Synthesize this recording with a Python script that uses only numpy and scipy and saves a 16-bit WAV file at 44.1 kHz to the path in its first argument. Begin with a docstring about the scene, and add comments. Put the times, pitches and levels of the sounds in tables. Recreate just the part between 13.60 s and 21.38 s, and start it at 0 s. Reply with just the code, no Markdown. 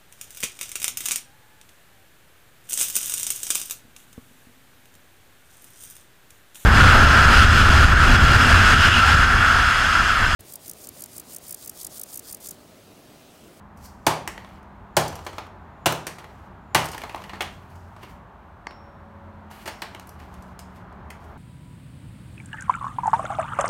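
"""A steel hammer strikes a folding plastic phone lying on cardboard over a concrete floor, four hard blows.
Each blow is gritty noise through cracking filters and shell and board resonances, with a floor thump.
Phone and battery cover bounce and clatter as smaller impacts; hands and tool scrape in filtered hiss.
The hammer head taps and rings in decaying sines. A bare room answers with noise echoes, and the open road
beyond brings tyre roar in shaped noise and engine drones in wavering sines."""
import sys
import numpy as np
from scipy import signal
from scipy.fft import rfft, irfft, next_fast_len
from scipy.io import wavfile
from scipy.ndimage import uniform_filter1d

SR = 44100
rng = np.random.default_rng(int(sys.argv[2]) if len(sys.argv) > 2 else 0)


def to_wav(s):
    """Save 16-bit WAV."""
    ch = np.atleast_2d(s).T  # columns
    pcm = np.round(np.clip(ch, -1, 1) * 32767)  # PCM
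    wavfile.write(sys.argv[1], SR, pcm.astype(np.int16))


def how_loud(loudness_db):
    """Turn decibels into a plain amplitude multiplier (0 dB gives 1, 20 dB gives 10)."""
    steps = np.asarray(loudness_db, float) / 20
    return 10 ** steps


N = 342963
T = np.arange(N) / SR


def colour(x, points):
    """Filter by (Hz, dB) points, joined by straight lines over log frequency."""
    size = next_fast_len(len(x))
    hz = np.maximum(np.arange(size // 2 + 1) * SR / size, 1)
    point_hz, point_db = np.transpose(points)
    gain = how_loud(np.interp(np.log(hz), np.log(point_hz), point_db, left=-90))
    return irfft(rfft(x, size) * gain, size)[:len(x)]


def unit(x):
    """Scale to rms 1."""
    return x / np.sqrt(np.mean(x ** 2))


def resonate(x, peaks):
    """Parallel resonances, scaled so that white noise keeps its level."""
    click = np.zeros(SR // 4)
    click[0] = 1
    body = np.zeros(len(click))
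    for k, (hz, width, db) in enumerate(peaks):
        mode = signal.lfilter(*signal.iirpeak(hz, hz / width, SR), click)
        body += (-1) ** k * how_loud(db) * mode
    return signal.fftconvolve(x, body / np.sqrt(np.sum(body ** 2)))[:len(x)]


def ring(modes):
    """Decaying sines; neighbours start in opposite directions, so a close pair blooms."""
    t = T[:SR]
    return sum((-1) ** k * how_loud(db - 60 * t / t60) * np.sin(2 * np.pi * hz * t)
               for k, (hz, db, t60) in enumerate(modes))


def walk(rate):
    """Random levels held 1 / rate s and slewed twice; spread near 1."""
    k = int(SR / rate)
    held = np.repeat(rng.standard_normal(N // k + 1), k)
    return 1.1 * uniform_filter1d(uniform_filter1d(held, k), k)[:N]


def contact(s, db, ms, rise_ms):
    """Envelope of contacts that rise fast and die away with their own length."""
    out = np.zeros(N)
    for start, level_db, length in zip(s, db, ms):
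        i = int(start * SR)
        t = T[:min(N - i, SR // 5)] * 1000
        out[i:i + len(t)] += how_loud(level_db) * (1 - np.exp(-t / rise_ms)) * np.exp(-t / max(length, .3))
    return out


def grit(spread_db):
    """Noise whose level jumps every 24 samples: many tiny cracks."""
    sizes = np.repeat(rng.exponential(size=N // 24 + 1), 24)[:N]
    return unit(rng.standard_normal(N) * how_loud(spread_db * sizes))


# Low resonances of floor and room. Each row: pitch in Hz, level in dB, time to fall 60 dB in s.
THUMP = [(87, -10, .45), (119, -3, .45), (156, 0, .5), (205, -8, .12), (260, -8, .1)]
# Hammer blows. Each row: start in seconds, plastic drive in dB re crack, deepest cardboard modes in dB re crack,
# push into the floor in dB re crack, favoured pitch in Hz.
BLOWS = [(0.4661, -7.5, -4, -39.5, 800), (1.3675, -9, -3.5, -36.5, 886), (2.2587, -6.5, -3, -38, 630),
         (3.1473, -4, -8.5, -38, 870)]
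BLOW_DB, BLOW_BOARD_DB = -5.5, -2.5  # crack; upper cardboard modes re crack
CRUNCH_MS = 8.9  # decay time of the crunch


def blows():
    """Crunch of the phone plus the thump passed into the floor."""
    s, plastic_db, deep_db, thump_db, favoured_hz = np.transpose(BLOWS)
    crack_db = np.full(len(s), BLOW_DB)
    ms = np.full(len(s), CRUNCH_MS)
    crunch = impacts(s, crack_db, plastic_db, BLOW_BOARD_DB, deep_db, ms, board_rise_ms=2.2, tick_db=0)
    # the board is pressed flat a moment after the first crack
    body = knocks(s + 0.0035, crack_db - 2.0, favoured_hz, 0.12)
    push = contact(s, crack_db + thump_db, 0.054 * ms, 0.38) * (1 + .5 * rng.standard_normal(N))
    thump = signal.fftconvolve(push, ring(THUMP))[:N]
    return crunch + body, thump


# Colour of the cracking plastic. Each row: frequency in Hz, gain in dB.
CRACK = [(4500, -5.5), (6000, -3.5), (8000, -7), (10000, -6.5), (12000, -25.5)]
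# Colour of the finest, highest cracks. Each row: frequency in Hz, gain in dB.
SNAP = [(7000, -18), (9500, -1), (13000, -2), (16000, -5.5)]
# Resonances of the phone shell. Each row: pitch in Hz, width in Hz, level in dB.
PLASTIC = [(1800, 920, 3), (1930, 240, 8.5), (2090, 210, 4), (2470, 500, 3.5), (2895, 210, 3),
           (3330, 360, -1.5), (4190, 600, -6)]
# Resonances of the cardboard, deepest first. Each row: pitch in Hz, width in Hz, level in dB.
BOARD = [(338.2, 54, -0.5), (454, 62, -4.5), (570, 160, -6.5), (711, 210, -2), (776, 150, -2.5),
         (835, 71, -1), (1013.5, 260, -5.5), (1080, 38, -3), (1230, 450, -10)]
DEEP_MODES = 3  # rows of BOARD that count as deepest
CRUMBLE_DB, SNAP_SPREAD_DB = 1.2, 2.5  # spread of crack sizes: in shell and board; in the finest cracks


def impacts(s, crack_db, plastic_db, board_db, deep_db, ms, board_rise_ms, tick_db):
    """A sharp first tick, then cracking drives the shell; the cardboard swells more slowly."""
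    def tick(db):
        out = np.zeros(N)
        out[(s * SR).astype(int)] = how_loud(db + tick_db)
        return out

    def drive(db, lengths, rise_ms, spread_db, tick_lift_db=0):
        return contact(s, db, lengths, rise_ms) * grit(spread_db) + tick(db + tick_lift_db)

    crack = colour(drive(crack_db, ms, 0.046, 0.56), [(3000, -45)] + CRACK)
    # flat, body-heavy landings have less of the finest snap
    top_db = crack_db - 5.5 - 0.18 * np.maximum(plastic_db, 0)
    snap = colour(drive(top_db, ms, .05, SNAP_SPREAD_DB), SNAP)
    plastic = resonate(drive(crack_db + plastic_db, ms, 0.11, CRUMBLE_DB), PLASTIC)
    board = np.zeros(N)
    for db, modes in ((deep_db, BOARD[:DEEP_MODES]), (board_db, BOARD[DEEP_MODES:])):
        board += resonate(drive(crack_db + db, 0.93 * ms, board_rise_ms, CRUMBLE_DB, 7.0), modes)
    return crack + snap + plastic + board


RESTING_WIDTH_HZ, RESTING_DB = 140, 18  # the steel modes while the head lies on the cardboard


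def knocks(s, level_db, favoured_hz, spread):
    """Each contact also rings the few modes that lie near the pitch its contact point favours."""
    out = np.zeros(N)
    resting = [(hz, RESTING_WIDTH_HZ, RESTING_DB) for hz, _, _ in STEEL]
    hz, width, db = np.transpose(BOARD + PLASTIC + resting)[:, :, None]
    t = T[:SR // 8]
    decay = np.exp(-np.pi * .5 * np.minimum(width, 200) * t)
    modes = how_loud(db) * decay * np.sin(2 * np.pi * hz * t)
    for start, peak_db, centre in zip(s, level_db, favoured_hz):
        share = np.exp(-(np.log(hz / centre) / spread) ** 2)
        i = int(start * SR)
        out[i:i + len(t)] += how_loud(peak_db) * np.sum(share * modes, axis=0)
    return out


# Pieces landing and tapping. Each row: start in seconds, crack in dB, body in dB re crack before the tilt by
# pitch, decay time of the contact in ms, favoured pitch in Hz.
CLATTER = [(0.1735, -42, -16, 5.5, 900), (0.6759, -18, -6.5, 4, 1890), (0.778, -41.5, 11.5, 1.9, 2000),
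           (0.847, -46, 12, 1.4, 1080), (0.89, -51, 5, 3.7, 926), (1.0291, -48, -12, 2.8, 761),
           (1.48, -21, -22.5, 4.6, 1200), (1.5263, -37, 3, 4.8, 639), (1.5549, -27, -10, 5.3, 800),
           (1.5906, -42.5, 8, 3.7, 649), (1.6482, -36, -18, 5.8, 1900), (1.6652, -31, 4.5, 8.7, 910),
           (1.731, -41.5, 5.5, 4, 705), (1.7634, -46.5, -10, 3.3, 1200), (1.7824, -31, 7.5, 4.5, 1014),
           (1.8675, -45, -2, 3, 791), (2.3057, -25, -15.5, 4.3, 1230), (2.3238, -15.5, -3, 3.4, 890),
           (2.4683, -14.5, -10.5, 4.2, 2450), (2.4782, -32.5, -0.5, 5.9, 1020), (2.584, -39, 0.5, 14, 1040),
           (2.6429, -43.5, 5.5, 3.9, 1900), (3.244, -24.5, -12, 4.4, 1033), (3.256, -20, -15, 4.3, 1010),
           (3.2869, -26.5, -7, 4.2, 1000), (3.3162, -27, -19, 9.7, 1700), (3.3322, -40, 5, 5.5, 2900),
           (3.3464, -32, 1.5, 3.9, 1230), (3.3793, -24, -6.5, 3.2, 1900), (3.4173, -29.5, -0.5, 2.2, 2890),
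           (3.4363, -36.5, 11, 4.7, 650), (3.495, -34.5, 2, 3.5, 2116), (3.5463, -42, 20, 1.9, 1050),
           (3.5606, -30.5, -4, 1.1, 2100), (3.578, -48, 12, 3, 1030), (3.604, -51, -3, 3.5, 1200),
           (3.6196, -43.5, 7, 3.6, 746), (3.6386, -40, 1.5, 7.8, 2100), (3.694, -41.5, 5.5, 7.5, 2900),
           (3.7326, -52.5, 17.5, 18, 1030), (3.756, -46, 0, 4.5, 1200), (3.8066, -25.5, 4.5, 11, 2090),
           (3.8206, -22.5, -26, 3.1, 1530), (4.1554, -53, 4, 5.9, 700), (4.364, -48.5, 4.5, 5.2, 746),
           (4.4307, -52, 10.5, 9.4, 700), (5.1085, -56, 20, 2.5, 1000), (5.9014, -51, -5, 4, 1080),
           (5.912, -40.5, -2.5, 11.2, 802), (6.0572, -31, -2, 17.4, 1444), (6.076, -29, 0.5, 11, 1730),
           (6.2193, -26, -1, 8.1, 3200), (6.348, -33, 3, 2.4, 1170), (6.3969, -28, -9.5, 1.9, 1670),
           (6.4722, -41.5, -6, 5.3, 600), (6.4921, -32, -15, 2.9, 700), (6.5999, -43.5, -3, 4.1, 2100),
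           (6.7406, -40.5, -6, 4.3, 910), (6.824, -38, -14, 3.2, 600), (6.9913, -29, -17.5, 6.8, 4900),
           (7.503, -31, -7.5, 5, 2400), (7.326, -51, -3, 3, 1200), (7.6415, -49, -6, 6.4, 860)]
# a contact that favours higher pitches drives the shell more and the cardboard less
SHELL_DB, SHELL_DB_PER_OCTAVE, BOARD_DB_PER_OCTAVE = -4, 3.5, -1.5
DEEP_DB = -4  # deepest cardboard modes re the upper ones


def clatter():
    """Small landings: cracks and a short coloured knock."""
    s, crack_db, body_db, ms, favoured_hz = np.transpose(CLATTER)
    octaves = np.log2(favoured_hz / 1000)
    plastic_db = body_db + SHELL_DB + SHELL_DB_PER_OCTAVE * octaves
    board_db = body_db + BOARD_DB_PER_OCTAVE * octaves
    landings = impacts(s, crack_db, plastic_db, board_db, board_db + DEEP_DB, ms,
                       board_rise_ms=0.22, tick_db=7.1)
    return landings + knocks(s, crack_db + body_db - 6.0, favoured_hz, 0.064)


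# Brief brushes of sleeve or finger. Each row: peak in seconds, hiss in dB, swell time in seconds,
# lower scrape in dB re hiss.
BRUSHES = [(0.256, -48, 0.037, -7.5), (4.161, -63, 0.015, -12), (4.435, -55, 0.021, 10.5),
           (4.5, -60.5, 0.044, 5), (7.163, -60.5, 0.019, 4), (7.642, -72, .03, 0)]
BRUSH_EDGE_DB = 16  # fall at one swell time either side of the peak
# Pieces, hand and tool sliding to rest. Each row: start in seconds, length in seconds, hiss at the start in dB,
# lower scrape in dB re hiss.
SLIDES = [(0.163, 0.37, -71, -5), (0.7, 0.31, -66.5, 9), (1.502, 0.39, -63.5, 9), (2.498, 0.4, -68, 7),
          (3.294, 0.85, -58, 3), (4.1, 0.49, -71, 2), (5.906, 0.16, -55.5, 3), (6.12, 0.53, -68, 7),
          (6.59, 0.36, -68, 6), (7.098, 0.16, -77, 7), (7.602, 0.17, -71.5, 1)]
SLIDE_DB_PER_S = -16.5
RASP_DB = 2.3  # spread of scrape grains


def rubbing():
    """Gritty hiss with a duller scrape under it and a fine rustle above."""
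    hiss, scrape = np.zeros((2, N))
    for s, db, swell, scrape_db in BRUSHES:
        level = how_loud(db - BRUSH_EDGE_DB * np.abs(T - s) / swell)
        hiss += level
        scrape += level * how_loud(scrape_db)
    for s, length, db, scrape_db in SLIDES:
        stop = np.clip((s + length - T) / .03, 0, 1)
        level = how_loud(db + SLIDE_DB_PER_S * (T - s)) * (T > s) * stop
        hiss += level
        scrape += level * how_loud(scrape_db)
    grain = unit(colour(grit(1.5), [(3000, -34.5), (4500, -6.0), (8000, -9.0), (10500, -18.0)]))
    rasp = unit(resonate(grit(RASP_DB), PLASTIC))
    rustle = unit(colour(grit(1.7), [(7000, -38.0), (9500, -1.0), (16000, -4.5)]))
    rubbed = hiss * how_loud(3.0 * walk(12)) * grain + scrape * rasp + hiss * rustle
    return how_loud(1.6 * walk(60)) * rubbed


# Modes of the steel head. Each row: pitch in Hz, level in dB, time to fall 60 dB in s when it rings freely.
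STEEL = [(4430, 3, .17), (4530, 4, .12), (5163, 1, .37), (5486, 3, .7), (5488, 0, .25)]
# Resonances of the dry tap. Each row: pitch in Hz, width in Hz, level in dB.
TAP = [(325, 140, 8), (815, 170, 8.5), (1280, 460, 6.5), (2150, 470, 5.5), (4550, 500, -3),
       (6660, 2900, -15.5), (11000, 5000, -28)]
# Knocks of the head. Each row: start in seconds, ring in dB, dry tap in dB.
STEEL_KNOCKS = [(5.069, -55.5, -18), (6.081, -56, -53.5)]
TAP_ROOM_DB = -9.5  # room send of the tap


def steel():
    """The hammer head taps something hard, short and dry, and rings in a few high modes."""
    s, ring_db, tap_db = np.transpose(STEEL_KNOCKS)
    strikes = np.zeros(N)
    strikes[(s * SR).astype(int)] = how_loud(ring_db)
    ringing = signal.fftconvolve(strikes, ring(STEEL))[:N]
    tap = contact(s, tap_db, np.full(len(s), 1.5), 0.043) * rng.standard_normal(N)
    tap = resonate(tap, TAP)
    return ringing + tap + how_loud(TAP_ROOM_DB) * room(tap)


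# Decay of the room. Each row: frequency in Hz, time to fall 60 dB in s.
ROOM_T60 = [(100, 0.56), (300, 0.52), (700, 0.4), (1500, 0.37), (3900, 0.36), (8000, 0.31), (14000, .25)]
# Colour of the room. Each row: frequency in Hz, gain in dB.
ROOM_DB = [(60, -10.5), (200, 4.5), (400, 4), (700, 6.5), (1500, 6.5), (2500, 5), (3900, 6), (8000, 4.5),
           (14000, 1.5)]
LATE_DB, LATE_STRETCH = -21.5, 2.2  # faint second tail from the open space beyond: re the room; times its decay
ECHO_LAG = SR // 200  # samples


def room(x):
    """Diffuse echoes: the energy at each frequency lingers as noise and dies at its own rate."""
    hz, t, near = signal.stft(x, SR, nperseg=256, noverlap=192)
    chance = signal.stft(rng.standard_normal(N), SR, nperseg=256, noverlap=192)[2]
    decay_hz, decay_s = np.transpose(ROOM_T60)
    t60 = np.interp(np.log(hz + 1), np.log(decay_hz), decay_s)
    keep = how_loud(-120 * t[1] / t60)  # share of energy left after one frame

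    def linger(share):
        return np.array([signal.lfilter([1], [1, -k], np.abs(row) ** 2) for k, row in zip(share, near)])

    energy = linger(keep) + how_loud(2 * LATE_DB) * linger(keep ** (1 / LATE_STRETCH))
    tail = signal.istft(np.sqrt(energy) * chance, SR, noverlap=192)[1]
    # the echoes begin a few ms after the sound
    return colour(np.concatenate([np.zeros(ECHO_LAG), tail])[:N], ROOM_DB)


# Spectrum of the road. Each row: frequency in Hz, relative level in dB per Hz.
ROAD = [(21, -44.5), (35, -0.5), (81, 2.5), (124, -4), (202, -3), (294, -11.5), (401, -9.5), (490, -15.5),
        (585, -9.5), (952, -6.5), (1550, -15), (2470, -28), (4110, -37.5), (4910, -45), (7000, -50.5),
        (9100, -82), (15400, -120)]
# Passing traffic. Each row: time in seconds, tyre roar in dB before its swells.
TRAFFIC = [(0.0, -48.5), (2.0, -47), (4.2, -48), (6.4, -46.5), (7.78, -45.5)]
# Engine drones that swell and fade. 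Each row: start in seconds, end in seconds, first pitch in Hz,
# last pitch in Hz, level in dB.
DRONES = [(1.45, 2.05, 90.3, 89.8, -47), (3.654, 4.55, 87, 87.5, -44.5), (5.099, 6.2, 86.4, 85.6, -47.5),
          (6.2, 7.2, 75.5, 73.1, -47.5), (7.299, 8.2, 74.7, 74, -44), (-.4, .35, 204.5, 203.7, -53.5),
          (0.342, 1.6, 198, 201.9, -53.5), (3.488, 4.1, 197, 199.4, -49.5), (5.35, 6.3, 214, 211, -49.5),
          (6.152, 7.7, 187.2, 181.4, -48.5), (5.0, 5.95, 568, 550, -54)]
RUMBLE_DB = 2.5  # lift of the road below 280 Hz


def road():
    """Tyre roar and rumble in shaped noise; bass and middle swell separately, under the drones."""
    low_pass = signal.butter(2, 280, fs=SR, output="sos")
    high_pass = signal.butter(2, 280, "high", fs=SR, output="sos")
    low = signal.sosfilt(low_pass, colour(rng.standard_normal(N), ROAD))
    high = signal.sosfilt(high_pass, colour(rng.standard_normal(N), ROAD))
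    traffic_db = np.interp(T, *np.transpose(TRAFFIC))
    scale = how_loud(traffic_db) / np.sqrt(np.mean(high ** 2))
    roar = high * how_loud(.6 * walk(7))
    rumble = low * how_loud(RUMBLE_DB + 1.2 * walk(5))
    return scale * (roar + rumble) + sum(drone(*line, rough=0.98) for line in DRONES)


def drone(start, end, first_hz, last_hz, db, rough):
    """An engine line that fades in and out and wavers in level and phase (rough, in radians)."""
    along = np.clip((T - start) / (end - start), 0, 1)
    pitch = first_hz + (last_hz - first_hz) * along
    phase = 2 * np.pi * np.cumsum(pitch) / SR + rough * walk(7.5)
    fade = np.sqrt(2 * np.sin(np.pi * along).clip(0))
    return fade * how_loud(db + 2.0 * walk(13)) * np.sin(phase)


def scene():
    """Close sounds and their room, over the road."""
    crunch, thump = blows()
    near = crunch + clatter() + rubbing()
    return (near + room(near) + thump + steel() + road())[None]


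def top_cut(x):
    """Nothing passes above the cut-off."""
    return signal.sosfilt(signal.butter(12, 16840, fs=SR, output="sos"), x)


# Tone of the microphone. Each row: frequency in Hz, gain in dB.
MIC = [(20, -2.5), (9000, -1), (10600, -5.5), (12000, 0), (16000, -5.5)]
CEILING, TOP_HZ = .6, 15900  # full-scale limit of the rounded peaks; treble cutoff


def record(dry):
    """The microphone cuts both ends, hisses faintly and rounds the loudest peaks."""
    hiss = colour(rng.standard_normal(N), [(2000, -76.5), (8000, -74.5), (16000, -76.0)])
    bass_cut = signal.butter(3, 45, "high", fs=SR, output="sos")
    heard = colour(signal.sosfilt(bass_cut, dry[0] + hiss), MIC)
    rounded = CEILING * np.tanh(heard[None] / CEILING)
    treble_cut = signal.ellip(6, .3, 50, TOP_HZ, fs=SR, output="sos")
    return top_cut(signal.sosfilt(treble_cut, rounded))


dry = scene()
out = record(dry)
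to_wav(out)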